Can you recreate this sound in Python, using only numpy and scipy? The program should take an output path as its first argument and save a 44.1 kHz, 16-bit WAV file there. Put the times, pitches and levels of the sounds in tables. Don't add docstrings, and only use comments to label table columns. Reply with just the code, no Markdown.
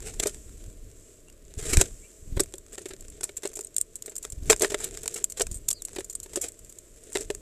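import sys
import numpy as np
from scipy import signal
from scipy.fft import rfft, irfft, next_fast_len
from scipy.io import wavfile
from scipy.ndimage import uniform_filter1d

SR = 44100
rng = np.random.default_rng(int(sys.argv[2]) if len(sys.argv) > 2 else 0)


def wav_record(signal):
    frames = np.transpose(np.atleast_2d(signal))
    bounded = np.clip(frames, -1, 1)
    quanta = np.round(bounded * 32767).astype(np.int16)
    wavfile.write(sys.argv[1], SR, quanta)


N = 326763

# frequency_hz, gain_db
AIR_SPECTRUM = [(25, 1), (100, -16.5), (240, -9.5), (436, -2), (510, -11), (650, -8), (770, -38.5),
                (1000, -25), (2700, -27.5), (5000, -30)]
# frequency_hz, gain_db
HISS_SPECTRUM = [(800, -25), (2700, -19), (4200, -24.5), (6000, -13), (7610, -1), (9660, -16.5),
                 (14000, -22.5)]
# time_s, level_db
HISS_LEVELS = [(0, -66), (.35, -53), (.8, -63), (1.1, -56.5), (1.42, -72), (1.92, -52.5), (2.7, -64.5),
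               (6.85, -59), (7.41, -60)]
# frequency_hz, gain_db
GUST_SPECTRUM = [(12, -19), (28, 2), (50, -9), (95, -12.5), (140, -20), (220, -25), (330, -25), (900, -53)]
# centre_s, level_db, half_width_s (to 1/e of the power)
BREEZES = [(.22, -40.5, 0.46), (3.05, -47.5, 0.18), (4.9, -46.5, 0.21), (6.3, -53, 0.48), (7.35, -48, 0.2)]
# nearest_beat_s, peak_db, loss_before_db_per_beat, loss_after_db_per_beat, wake_db
FLIGHTS = [(0.684, -38.5, 11, 16, -63), (1.579, -27, 25, 6, -48), (1.779, -11, 10.5, 24, -29.5),
           (2.374, -18.5, 8.5, 16, -37.5), (4.476, -29.5, 2, 17, -33.5), (5.516, -31.5, 8, 5, -35.5)]
# start_s, length_s, level_db (before flicker)
RUMMAGES = [(0, 0.34, -53), (0.63, 0.072, -60), (1.59, 0.25, -46), (2.736, 0.053, -52),
            (2.843, 0.43, -60.5), (3.38, 0.21, -56), (4.053, 0.072, -58.5), (4.503, .49, -48),
            (5.047, 0.13, -46.5), (5.897, .15, -57), (6.303, .17, -57.5), (7.04, 0.073, -58.5),
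            (7.171, 0.039, -43.5)]
# start_s, husk_crack_db, wall_clack_db, hollow_thump_db, decay_s
KNOCKS = [(0.258, -35, -36, -21, 0.004), (.27, -21.5, -45, -35, 0.0046), (1.77, -16.5, -23, -28.5, 0.0036),
          (1.812, -11, -19.5, -20, 0.004), (2.371, -53, -37.5, -27, 0.0053),
          (2.396, -24, -26.5, -26, 0.0058), (2.403, -16, -33, -18, 0.0034),
          (2.539, -37, -41.5, -36.5, 0.0014), (2.78, -36.5, -39, -37.5, 0.0043),
          (2.857, -36.5, -40, -31.5, 0.0071), (2.906, -46, -41.5, -37.5, 0.013),
          (2.935, -41, -46.5, -39.5, 0.0034), (3.209, -35.5, -44, -41.5, .003),
          (3.232, -27, -38, -41.5, 0.012), (3.292, -44.5, -41.5, -41.5, 0.0028),
          (3.434, -35.5, -38.5, -37, 0.0085), (3.452, -30.5, -34, -25.5, 0.0065),
          (3.57, -36, -47, -40.5, 0.0037), (3.591, -34.5, -43, -35.5, 0.0013),
          (4.079, -47, -46, -37, 0.0058), (4.118, -47, -52, -49, 0.0055), (4.239, -38, -46, -63, 0.018),
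          (4.25, -34, -39, -39.5, .0016), (4.499, -8.5, -13, -11.5, 0.0053), (4.508, -16, -40, -16, 0.0044),
          (4.519, -20, -26, -29, .005), (4.529, -23, -20.5, -25.5, 0.002), (4.608, -30, -32, -26, 0.014),
          (4.62, -16, -27.5, -20.5, 0.0043), (4.631, -24, -26, -17.5, 0.013),
          (4.646, -26, -22, -21.5, .003), (4.719, -34, -38, -27, 0.0058),
          (4.744, -26.5, -24.5, -22.5, 0.0026), (4.801, -29.5, -38, -41, 0.036),
          (5.058, -32.5, -39.5, -39, 0.0029), (5.397, -25.5, -35, -32.5, 0.0029),
          (5.407, -26.5, -27, -20.5, 0.0047), (5.417, -18.5, -35, -25.5, 0.0036),
          (5.468, -33.5, -43, -61, 0.0018), (5.963, -38, -36, -34, 0.0047),
          (5.985, -37, -35.5, -26.5, 0.0046), (6.006, -39, -41.5, -54, 0.0017), (6.26, -51, -50, -45, .002),
          (6.333, -38, -46, -45, .008), (6.358, -22.5, -36, -33, 0.0064), (6.372, -36, -39, -24, 0.005),
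          (7.155, -32, -25.5, -21.5, 0.0039), (7.171, -27.5, -31, -33, 0.0014),
          (7.208, -31, -47, -33.5, 0.0079), (7.302, -33, -31.5, -22, 0.0034),
          (7.349, -33, -50, -43, 0.0012)]
# frequency_hz, gain_db
HUSK_SPECTRUM = [(1500, -30), (3500, -21.5), (5100, -5.5), (6440, 0), (7000, 3.5), (7550, 8.5), (8500, 1.5),
                 (10000, -5), (14000, -16)]
# frequency_hz, gain_db
WALL_SPECTRUM = [(120, -40.5), (300, -15.5), (700, 2.5), (1050, -2.5), (1280, -1), (1730, 1.5), (2000, 0),
                 (2550, 0.5), (2960, -1.5), (3700, 0), (5000, -9.5), (7000, -28), (14000, -36)]
# ratio (multiple of the main note), relative_level_db, t60_s
BOTTLE_MODES = [(0.802, -68, 0.2), (0.901, -13, 0.12), (0.999, 14, 0.044), (1.47, 2, 0.058),
                (2.03, -13.5, 0.04)]
# time_s, pitch_hz
BOTTLE_PITCHES = [(.26, 420), (1.81, 375), (2.86, 380), (4.5, 433), (4.63, 406.5), (5.41, 441), (5.99, 377),
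                  (7.3, 405.5)]
# peak_s, level_db, swell_s, fade_s
SWEEPS = [(0.074, -34.5, 0.017, 0.026), (0.2006, -12, 0.0016, 0.0029), (0.2366, -19, 0.0061, 0.0023),
          (.277, -30, 0.014, 0.011), (1.592, -37, .002, 0.016), (1.631, -38, 0.022, .025),
          (1.656, -31, 0.0059, 0.027), (1.696, -27, 0.0025, 0.019), (1.72, -34, 0.07, 0.066),
          (1.735, -13.5, .004, 0.0076), (1.806, -24, 0.018, 0.0083), (2.369, -31, 0.0017, 0.0025),
          (2.724, -48, .003, 0.011), (4.704, -30, 0.0026, 0.0092), (4.842, -31, 0.01, 0.016),
          (5.16, -28, 0.0017, 0.012), (5.373, -33, 0.0027, 0.024), (6.441, -27, 0.0064, 0.016)]
# start_s, length_s, start_hz, end_hz, level_db
CHIRPS = [(1.271, 0.032, 2650, 2900, -63.5), (2.013, 0.069, 2150, 2460, -64.5),
          (2.032, 0.037, 2550, 2880, -65), (5.722, 0.082, 4950, 4500, -58), (5.75, 0.045, 4350, 4300, -57),
          (5.792, 0.021, 4150, 3650, -58)]
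# start_s, relative_level_db, pitch_hz, decay_s
TICKS = [(2.435, -34.5, 8250, .002), (2.582, -39, 7800, 0.0017), (3.24, -22.5, 7500, 0.002),
         (3.368, -27.5, 7400, 0.0063), (3.474, -32.5, 7940, 0.0011), (3.555, -31.5, 7500, 0.012),
         (3.608, -32.5, 7450, 0.0036), (3.647, -33.5, 8350, 0.0022), (3.765, -20, 7500, 0.0016),
         (3.782, -21, 8950, 0.0014), (3.803, -37, 8600, 0.0063), (3.813, -19.5, 8840, 0.00058),
         (3.956, -31.5, 8060, 0.0057), (4.06, -33.5, 7400, .006), (4.164, -30, 8000, 0.0019),
         (4.181, -31.5, 7640, 0.0025), (4.596, -29.5, 7900, 0.0028), (4.843, -24.5, 7460, 0.0021),
         (5.033, -36, 7600, 0.0022), (5.142, -28.5, 7400, 0.0038), (5.242, -16.5, 7700, 0.00202),
         (5.299, -34, 7540, 0.0072), (5.322, -33.5, 7300, .0013), (5.513, -32.5, 7240, 0.013),
         (5.543, -31, 8600, 0.029), (5.683, -32, 7600, .001), (5.686, -17.5, 6900, 0.0024),
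         (5.704, -23, 7600, 0.0037), (5.711, -22.5, 7000, 0.0023), (5.729, -27.5, 7100, 0.0023),
         (5.821, -33, 7360, 0.0014), (5.851, -28, 7900, 0.0032), (6.098, -32.5, 7500, 0.0034),
         (6.152, -26.5, 8750, 0.0035), (6.23, -35, 7300, 0.0076), (6.414, -23.5, 7400, 0.018),
         (6.484, -32.5, 7650, 0.0032), (7.13, -35.5, 7800, 0.0032)]
# frequency_hz, gain_db
TICK_SPECTRUM = [(200, -14.5), (1900, -17), (3400, -11), (5000, -9), (6300, -4), (7400, 10.5), (8700, 13.5),
                 (9900, 6), (14000, -2.5)]
# start_s, end_s, relative_level_db (before scatter)
NIBBLES = [(2.551, 3.17, -44.5), (3.499, 3.745, -42), (3.979, 4.379, -36.5), (5.917, 6.207, -37.5),
           (6.518, 6.799, -42)]

AIR_DB, CALM_DB = -58, -58
WAKE_RISE_S, WAKE_FADE_S = 0.082, 0.093
IDLE_DB, CARRIED_DB = -69, -2.5
RUMMAGE_ATTACK_S, RUMMAGE_RELEASE_S = 0.04, 0.032
SETTLE_DB, SETTLE_S = -29, 0.04
PATTER_DB, PATTER_PER_S = 1, 45
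TOUCH_DB, TOUCH_S = -25.5, 0.0023
WINGBEAT_S, PUFF_S = .048, 0.0033
GIVE_DB, GIVE_S = -25, 0.0015
NIBBLE_HZ, NIBBLE_DECAY_S, NIBBLE_SCATTER_DB = 7400, .0032, 4.5
BLOW_S = .005
TOP_HZ = 13900


def undb(db):
    return 10 ** (np.asarray(db) / 20)


def level(x, db):
    return x * undb(db) / np.sqrt(np.mean(x ** 2))


def blow(x, db):
    return x * undb(db) * np.sqrt(BLOW_S * SR / np.sum(x ** 2))


def curve(table, axis):
    rows = np.array(table)
    return np.interp(np.arange(N) / SR, rows[:, 0], rows[:, axis])


def add(out, s, x):
    start = int(s * SR)
    lo, hi = max(start, 0), min(start + len(x), N)
    out[lo:hi] += x[lo - start:hi - start]


def colour(x, points, ripple_db=0, count=70):
    n = 2 * next_fast_len(len(x) // 2 + 1)
    f = np.arange(n // 2 + 1) * SR / n
    hz, db = np.transpose(points)
    ripple_knots = np.linspace(0, np.sqrt(SR / 2), count)
    ripple = np.interp(np.sqrt(f), ripple_knots, rng.standard_normal(count))
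    gain_db = np.interp(np.log(f + 1), np.log(hz), db) + ripple_db * ripple
    cepstrum = irfft(np.log(undb(gain_db)))
    cepstrum[1:n // 2] *= 2
    cepstrum[n // 2 + 1:] = 0
    response = np.exp(rfft(cepstrum))
    return irfft(rfft(x, n) * response)[:len(x)]


def ring(t, hz, t60):
    return np.sin(2 * np.pi * hz * t) * np.exp(-np.log(1000) * t / t60)


def grains(n, rate, spread_db):
    hit = rng.random(n) < rate / SR
    sign = rng.choice([-1, 1], n)
    return hit * sign * undb(spread_db * np.clip(rng.standard_normal(n), -2, 2))


def flicker(rate, depth_db):
    knots = rng.standard_normal(4096)
    wander = np.interp(np.arange(N) / SR * rate, np.arange(len(knots)), np.clip(knots, -2, 2))
    return undb(depth_db * wander)


def swell(s, hold, attack, release):
    t = np.arange(N) / SR - s
    return np.exp(np.clip(np.minimum(t / attack, (hold - t) / release), -20, 0))


def hollow(t, hz):
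    out = np.zeros(len(t))
    for ratio, db, t60 in BOTTLE_MODES:
        gain = undb(db + 3 * rng.uniform(-1.2, 1))
        mode_hz = hz * ratio * (1 + .012 * rng.standard_normal())
        out += gain * ring(t, mode_hz, t60)
    return out


def contact(t, decay, impacts, rise, echo_db):
    force = grains(len(t), impacts / decay, spread_db=4.0)
    force[int(rise * SR)] = 0.97
    crush_envelope = np.exp(-t / decay) * (1 - np.exp(-(t + 1 / SR) / rise))
    crush = blow(force * crush_envelope, 0)
    echo_envelope = np.exp(-t / 0.0083) * (1 - np.exp(-t / 0.0007))
    echoes = blow(rng.standard_normal(len(t)) * echo_envelope, echo_db)
    return crush + echoes


def creak(swell_s, size=1024):
    t = (np.arange(size) - size) / SR
    fractures = grains(size, rate=6900, spread_db=4) + 0.046 * rng.standard_normal(size)
    return fractures * np.exp(t / swell_s)


def draught():
    t = np.arange(N) / SR
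    gusts = sum(undb(db) ** 2 * np.exp(-((t - s) / width) ** 2) for s, db, width in BREEZES)
    wakes = sum((undb(db) * swell(s, 0, WAKE_RISE_S, WAKE_FADE_S)) ** 2 for s, _, _, _, db in FLIGHTS)
    return np.sqrt(gusts + wakes + undb(CALM_DB) ** 2)


def outdoors():
    air = level(colour(rng.standard_normal(N), AIR_SPECTRUM), AIR_DB)
    hiss = level(colour(rng.standard_normal(N), HISS_SPECTRUM), 0) * undb(curve(HISS_LEVELS, axis=1))
    lumps = flicker(rate=18, depth_db=2.5)
    wind = level(colour(rng.standard_normal(N), GUST_SPECTRUM) * lumps, 0) * draught()
    return air + hiss + wind


def stirring():
    spells = np.zeros(N)
    for s, length, db in RUMMAGES:
        spells += (undb(db) * swell(s, length, RUMMAGE_ATTACK_S, RUMMAGE_RELEASE_S)) ** 2
    jolts = np.zeros(N)
    for s, _, _, thump_db, _ in KNOCKS:
        jolts[int(s * SR)] = undb(thump_db + SETTLE_DB) ** 2
    settling = signal.lfilter([1], [1, -np.exp(-2 / (SETTLE_S * SR))], jolts)
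    return np.sqrt(spells + settling + undb(IDLE_DB) ** 2) * flicker(rate=41, depth_db=3)


def rustle(size=4096, count=7):
    fits = flicker(rate=80, depth_db=5)
    t, motion = np.arange(size) / SR, stirring()
    scratch = level(grains(N, rate=3000, spread_db=7.5) * fits, 0)
    shells = np.zeros(N)
    for hz in np.linspace(6500, 9000, count):
        hits = grains(N, rate=27, spread_db=5.5) * fits
        shells += signal.fftconvolve(hits, ring(t, hz, t60=0.005))[:N]
    husks = (level(colour(scratch, HUSK_SPECTRUM), -1.0) + level(shells, -4)) * motion
    push = level(grains(N, rate=1200, spread_db=4.5) * fits, CARRIED_DB) * motion
    push_db = 10 * np.log10(np.mean(push ** 2))
    wall = level(colour(push, WALL_SPECTRUM), push_db - 5.0)
    boom = level(signal.fftconvolve(push, hollow(t, hz=428.6))[:N], push_db + 2.5)
    return husks + wall + boom


def patter(size=512):
    t = np.arange(size) / SR
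    drops = grains(N, rate=PATTER_PER_S, spread_db=5.5)
    clatter = signal.fftconvolve(drops, np.exp(-t / .0016))[:N] * rng.standard_normal(N)
    husks = level(colour(clatter, HUSK_SPECTRUM), 0)
    wall = level(colour(clatter, WALL_SPECTRUM), db=-10.5)
    return (husks + wall) * undb(PATTER_DB) * stirring()


def sweeps(size=8192):
    out, t = np.zeros(N), (np.arange(size) - size // 2) / SR
    for s, db, swell_s, fade_s in SWEEPS:
        catches = flicker(rate=350, depth_db=3)[:size]
        rasp = grains(size, rate=12000, spread_db=4.5) * catches
        hollow_ring = signal.fftconvolve(rasp, hollow(t - t[0], hz=429))[:size]
        bright = level(colour(rasp, HUSK_SPECTRUM, ripple_db=1.5), -2.8)
        dull = level(colour(rasp, WALL_SPECTRUM, ripple_db=3.5), -9.5) + level(hollow_ring, -8)
        envelope = np.exp(np.minimum(t / swell_s, -t / fade_s))
        add(out, s + t[0], undb(db) * (bright + dull) * envelope)
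    return out


def knocks(size=4096):
    out, t = np.zeros(N), np.arange(size) / SR
    build = 1 - np.exp(-t / .0018)
    for s, husk_db, wall_db, thump_db, decay in KNOCKS:
        force = contact(t, decay, impacts=26, rise=0.00071, echo_db=-14.5)
        crack = blow(colour(force, HUSK_SPECTRUM, ripple_db=2.0), husk_db)
        clack = blow(colour(force, WALL_SPECTRUM, ripple_db=3.0), wall_db)
        bottle_hz = np.interp(s, *np.transpose(BOTTLE_PITCHES))
        thump = blow(hollow(t, bottle_hz) * build, thump_db)
        add(out, s - .0004, crack + clack + thump)
        touch = creak(TOUCH_S)
        graze = blow(colour(touch, HUSK_SPECTRUM), husk_db) + blow(colour(touch, WALL_SPECTRUM), wall_db)
        add(out, s - len(graze) / SR, undb(TOUCH_DB) * graze)
    return out


def puffs(size=8192, count=3):
    out, t = np.zeros(N), (np.arange(size) - size // 2) / SR
    u = t / PUFF_S
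    push = -2.6 * u / (1 + u ** 2) ** 1.5
    for s, db, before_db, after_db, _ in FLIGHTS:
        for beat in range(-count, count + 1):
            lost_db = max(-beat * before_db, beat * after_db)
            turbulence = level(colour(rng.standard_normal(size), GUST_SPECTRUM), db=-5.5)
            eddies = turbulence * np.exp(-np.abs(u) / 3)
            add(out, s + beat * WINGBEAT_S + t[0], undb(db - lost_db) * (push + eddies))
    return out


def chirps():
    out = np.zeros(N)
    for s, length, start_hz, end_hz, db in CHIRPS:
        n = int(length * SR)
        waver = level(uniform_filter1d(rng.standard_normal(n), size=70), -32.5)
        pitch_hz = np.linspace(start_hz, end_hz, n) * (1 + waver)
        phase = 2 * np.pi * np.cumsum(pitch_hz) / SR
        add(out, s, level(np.sin(phase) * np.sqrt(np.hanning(n)), db))
    return out


def nibbles(count=6):
    rows = []
    for start, end, db in NIBBLES:
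        for k, (late, loud, high, slow) in enumerate(rng.uniform(-1, 1, (count, 4))):
            s = start + (end - start) * (k + .5 + .5 * late) / count
            hz = NIBBLE_HZ * (1 + .07 * high)
            rows.append((s, db + NIBBLE_SCATTER_DB * loud, hz, NIBBLE_DECAY_S * 2 ** slow))
    return rows


def ticks(size=2048):
    out, t = np.zeros(N), np.arange(size) / SR
    for s, db, hz, decay in TICKS + nibbles():
        force = contact(t, decay, impacts=18, rise=.0006, echo_db=-18)
        snap = colour(force, TICK_SPECTRUM, ripple_db=3.0)
        shell = signal.fftconvolve(snap, ring(t, hz, t60=0.0012))[:size]
        add(out, s - .0003, blow(blow(snap, 0.34) + blow(shell, 0), db + 0.92))
        give = blow(colour(creak(GIVE_S), HUSK_SPECTRUM), db + GIVE_DB)
        add(out, s - len(give) / SR, give)
    return out


def scene():
    seeds = rustle() + patter() + ticks()
    birds = sweeps() + knocks() + puffs()
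    return (outdoors() + seeds + birds + chirps())[None]


def record(dry):
    ceiling = .8
    rounded = ceiling * np.tanh(dry / ceiling)
    lowpass = signal.ellip(8, .2, 70, TOP_HZ, fs=SR, output="sos")
    return signal.sosfilt(lowpass, rounded)


dry = scene()
out = record(dry)
wav_record(out)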